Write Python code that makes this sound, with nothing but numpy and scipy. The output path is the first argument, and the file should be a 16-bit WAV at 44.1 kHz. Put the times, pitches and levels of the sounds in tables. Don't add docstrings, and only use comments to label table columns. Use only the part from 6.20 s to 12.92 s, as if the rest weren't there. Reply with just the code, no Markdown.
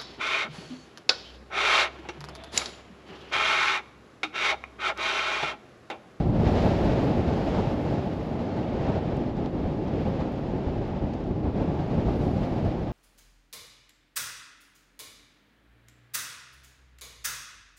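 import sys
import numpy as np
from scipy import signal
from scipy.fft import rfft, irfft
from scipy.io import wavfile
from scipy.ndimage import uniform_filter1d

SR = 44100
rng = np.random.default_rng(int(sys.argv[2]) if len(sys.argv) > 2 else 0)


def store_wav(level_fs):
    pcm = np.round(np.clip(np.atleast_2d(level_fs), -1, 1) * 32767)
    wavfile.write(sys.argv[1], SR, pcm.T.astype(np.int16))


N = 296352
TIME = np.arange(N) / SR

# time in seconds, relative level in dB.
DRIFT = [(0.0, -79), (0.13, -83), (0.33, -71.5), (1.05, -78), (1.32, -76), (1.8, -80), (3.2, -87.5),
         (3.9, -83.5), (5.25, -89.5), (6.08, -76), (6.72, -85)]


def wind():
    # time in seconds, relative levels of buffeting and of roar in dB.
    port_levels = [(0.0, -29.5, -26.5), (0.45, -28, -25), (0.9, -33, -25), (1.25, -33, -27.5),
                   (1.7, -36, -28.5), (2.0, -39, -32.5), (2.35, -42.5, -30), (2.65, -33, -29.5),
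                   (3.3, -35.5, -29), (3.55, -33, -29.5), (3.85, -37.5, -29), (4.25, -37.5, -31),
                   (5.345, -32.5, -29.8), (5.37, -31, -27), (5.6, -33, -28), (5.9, -30.5, -27),
                   (6.3, -34, -28.5), (6.72, -36, -31.5)]
    # time in seconds, relative level of the rushing air in dB.
    gust_levels = [(0.0, -48.5), (0.12, -53.5), (0.16, -45.5), (0.185, -48), (0.22, -48), (0.255, -41),
                   (0.31, -43.5), (0.38, -40), (0.48, -40.5), (0.58, -43), (0.72, -42), (1.05, -46),
                   (1.37, -43), (1.55, -47.5), (1.75, -46.5), (1.97, -51), (2.35, -48.5), (2.52, -48.5),
                   (2.67, -45), (2.85, -48), (3.12, -51), (3.62, -51.5), (3.78, -48.5), (4.02, -49.5),
                   (4.17, -51.5), (4.75, -51), (5.12, -55), (5.345, -52), (5.37, -48.5), (5.52, -51),
                   (5.8, -48.5), (6.0, -49.5), (6.15, -51), (6.27, -49), (6.52, -49.5), (6.65, -52),
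                   (6.72, -51.5)]
    buffet_db, flow_db = curves(port_levels)
    gust_db, = curves(gust_levels)
    eddy_thump, eddy_roar, eddy_ring, eddy_hiss = large_eddies()
    roar_drop_db, hiss_drop_db = lulls()
    lurch_hz = 22.14
    roar_db = flow_db - roar_drop_db + 0.67 * walk(lurch_hz)
    flutter = walk(rate_hz=55)
    buffet_db = buffet_db - roar_drop_db + 1.66 * walk(lurch_hz)
    gust_db = gust_db - hiss_drop_db
    return (buffeting(add_power(buffet_db, eddy_thump), flutter)
            + roar(add_power(roar_db, eddy_roar), flutter)
            + housing_resonance(gust_db, roar_db, eddy_ring, flutter)
            + hiss(add_power(gust_db, eddy_hiss), flutter)
            + rumble(flow_db, roar_drop_db, flutter))


def buffeting(level_db, flutter):
    # frequency in Hz, relative level in dB.
    spectrum = [(10, -28.5), (20, -10.5), (48, 1), (90, 3), (120, -3.5), (180, -9.5), (400, -74)]
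    return turbulence(spectrum, 0.71 * flutter, span_s=0.067) * undb(level_db + 0.5)


def roar(level_db, flutter):
    # frequency in Hz, relative level in dB.
    spectrum = [(50, -27), (95, -5.5), (140, -0.5), (190, -1.5), (240, -1.5), (295, -2), (380, -5.5),
                (470, -13.5), (700, -43.5), (1500, -75)]
    return turbulence(spectrum, 1.54 * flutter, span_s=0.035) * undb(level_db - 0.41)


def rumble(flow_db, drop_db, flutter):
    # frequency in Hz, relative level in dB.
    spectrum = [(60, -30), (110, -7), (165, -0.5), (215, -2), (280, -19.5), (600, -74.5)]
    knee_db = -31
    level_db = flow_db - drop_db - 11.5 + np.maximum(flow_db - knee_db, 0)
    return turbulence(spectrum, 1.2 * flutter, span_s=0.058) * undb(level_db)


def housing_resonance(gust_db, roar_db, eddy_ring, flutter):
    # frequency in Hz, relative level in dB.
    spectrum = [(250, -17), (440, 0.5), (485, -2.5), (520, 1.5), (620, -0.5), (740, -3), (860, -4),
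                (930, -10), (1000, -13), (1250, -18.5), (1700, -32.5), (4000, -79.5)]
    gust_share = 0.65
    drive_db = gust_share * (gust_db + 15.5) + (1 - gust_share) * (roar_db - 8.0)
    return turbulence(spectrum, flutter, span_s=0.06) * undb(add_power(drive_db, eddy_ring))


def large_eddies():
    # time in seconds, relative peaks of thump, roar, ring and hiss in dB.
    eddies = [(0.09, -24, -45, -51, -71), (0.2, -23.5, -29, -34, -51), (0.27, -24, -35, -45, -45),
              (0.46, -22, -27, -27, -55), (0.66, -25, -32, -32, -47), (0.755, -33, -26, -30, -52),
              (0.87, -37, -35, -41, -60), (0.99, -27, -34, -45, -60), (1.08, -26, -28, -42, -45.5),
              (1.385, -33, -26, -29.5, -62), (1.73, -32, -26, -40, -62), (2.39, -46, -30, -48, -60),
              (2.694, -35, -24, -29.5, -52), (2.77, -35, -40, -31, -53), (3.459, -30, -26.5, -37, -55),
              (3.75, -46, -27, -44, -64), (3.88, -35, -29, -36, -60), (4.01, -33, -31, -36, -48),
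              (4.35, -37, -27.5, -42, -65), (4.48, -28, -32, -41, -58), (4.84, -27.5, -30, -37, -67),
              (5.1, -44, -28, -47, -67), (5.265, -27.5, -30.5, -32, -57), (5.41, -38, -33, -35, -54),
              (5.6, -32, -37, -41, -50.5), (5.79, -30, -27, -39, -65), (5.88, -29, -28.5, -34, -65),
              (6.07, -40, -26.5, -37, -63), (6.24, -42, -42, -35, -47.5), (6.46, -24, -28, -36, -55)]
    rise_s, fall_s = 0.015, 0.018
    gains = np.zeros((4, N))
    for peak_s, *peaks_db in eddies:
        width_s = np.where(TIME < peak_s, rise_s, fall_s)
        gains += undb(peaks_db)[:, None] * bell(peak_s, width_s)
    return gains


def lulls():
    # middle and half-width in seconds, drops of the roar and of the hiss in dB.
    slack_moments = [(0.58, 0.017, 0.5, 0.5), (1.04, 0.021, 4.5, -0.5), (2.83, 0.026, 2, 1.5),
                     (3.13, 0.022, 2.5, 3.5), (3.31, 0.02, 5, 4), (3.58, 0.043, 0.5, 2),
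                     (4.15, 0.041, 1.5, 0.5), (4.68, 0.022, 2.5, -0.5), (5.0, 0.035, 3, -1),
                     (5.15, .02, 2, 0.5), (5.22, 0.014, 1.5, 1.5), (5.325, 0.022, 5, 2),
                     (5.655, 0.027, 3.5, 1)]
    drops_db = np.zeros((2, N))
    for middle_s, width_s, *depths_db in slack_moments:
        drops_db += np.array(depths_db)[:, None] * bell(middle_s, width_s)
    return drops_db


def hiss(gust_db, flutter):
    # frequency in Hz, relative level in dB.
    air_spectrum = [(500, -8.5), (1050, 2.5), (1600, 1.7), (2000, 0.5), (2800, -3), (4000, -12.5),
                    (5000, -21), (7000, -37), (9000, -63.5), (14000, -84)]
    # frequency in Hz, relative level in dB.
    spray_spectrum = [(1500, -16), (3200, 1.5), (4000, 0.5), (5000, -2), (6000, -8.5), (7100, -11.5),
                      (8500, -24.5), (9100, -48), (14000, -71)]
    flutter_db = 0.66 * flutter + 0.44 * walk(rate_hz=34)
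    air = turbulence(air_spectrum, flutter_db, span_s=0.068) * undb(gust_db + 0.2)
    drift_db, = curves(DRIFT)
    snow_share, knee_db = 0.27, -49
    spray_db = (1 - snow_share) * (gust_db - 7.5) + snow_share * (drift_db + 18.5)
    spray_db += 0.19 * np.maximum(gust_db - knee_db, 0)
    spray = turbulence(spray_spectrum, flutter_db, span_s=0.35) * undb(spray_db)
    return air + spray


def snow():
    # frequency in Hz, relative level in dB.
    spectrum = [(5000, -18.5), (7500, 0), (8600, -2), (9050, -4.5), (9500, -2), (10500, 0), (11700, 2.5),
                (12400, -4.5), (13300, -25.5)]
    drift_db, = curves(DRIFT)
    grains_per_s = 8000
    arrivals = rng.random(N) < grains_per_s / SR
    sizes = undb(1.8 * np.minimum(rng.exponential(size=N), 8))
    sizzle = colour(arrivals * sizes * rng.standard_normal(N), spectrum)
    flurry_db = 0.7 * walk(rate_hz=25)
    return sizzle * undb(drift_db + 3.0 + flurry_db)


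def ticks():
    # start in seconds, peak level in dB, lower and upper band edges in Hz.
    impacts = [(2.969, -47, 5500, 9000), (2.9705, -54, 9800, 12500), (3.1695, -45, 3500, 6500),
               (3.2605, -33.5, 2900, 5000), (3.887, -52, 9800, 12500), (4.125, -52, 9500, 12500),
               (4.679, -57, 10500, 12500), (5.041, -48, 4500, 6500)]
    # frequency in Hz, relative level in dB, 60 dB decay time in seconds.
    modes = [(3400, -5, .002), (4300, -8, .002), (5900, -6, .002), (7200, -7, .002), (8400, -15, .002),
             (11500, -10, .002)]
    out = np.zeros(N)
    for start_s, peak_db, low_hz, high_hz in impacts:
        age = np.maximum(TIME - start_s, 0)
        ring = sum(undb(db - 60 * np.minimum(age / t60, 10)) * np.sin(2 * np.pi * hz * age)
                   for hz, db, t60 in modes)
        tick = colour(ring, [(low_hz / 2, -45), (low_hz, 0), (high_hz, -3), (high_hz * 2, -30)])
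        out += undb(peak_db) * tick / np.abs(tick).max()
    return out


def swish():
    # frequency in Hz, relative level in dB.
    spectrum = [(1200, -8), (2500, 6), (4000, 2), (6800, -7), (8500, -18), (12000, -20), (14000, -38)]
    return colour(rng.standard_normal(N), spectrum) * bell(middle_s=4.939, width_s=0.0045) * undb(-53)


def turbulence(spectrum, flutter_db, span_s):
    noise = colour(rng.standard_normal(N) * undb(flutter_db), spectrum)
    power = smooth(noise ** 2, int(span_s * SR))
    return noise / np.sqrt(power + 1e-9)


def colour(x, spectrum):
    hz, db = np.transpose(spectrum)
    log_hz = np.log(np.maximum(np.arange(N // 2 + 1) * SR / N, 1))
    gain = undb(np.interp(log_hz, np.log(hz), db))
    return unit(irfft(rfft(x) * gain, N))


def walk(rate_hz):
    hold = int(SR / rate_hz)
    steps = np.repeat(rng.standard_normal(N // hold + 1), hold)
    return unit(smooth(steps, hold)[:N])


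def smooth(x, samples):
    return uniform_filter1d(uniform_filter1d(x, samples), samples)


def bell(middle_s, width_s):
    return np.exp(-.5 * ((TIME - middle_s) / width_s) ** 2)


def curves(table):
    times, *columns = np.transpose(table)
    return [np.interp(TIME, times, column) for column in columns]


def add_power(db, gain):
    return 20 * np.log10(np.hypot(undb(db), gain))


def undb(db):
    return 10 ** (np.asarray(db) / 20)


def unit(x):
    return x / np.sqrt(np.mean(x ** 2))


def scene():
    return (wind() + snow() + ticks() + swish())[None]


def record(dry):
    notch_hz, notch_width_hz, top_hz = 9050, 460, 12700
    notch = signal.iirnotch(notch_hz, notch_hz / notch_width_hz, fs=SR)
    low_pass = signal.ellip(8, .2, 70, top_hz, fs=SR, output="sos")
    return signal.sosfilt(low_pass, signal.lfilter(*notch, dry))


dry = scene()
out = record(dry)
store_wav(out)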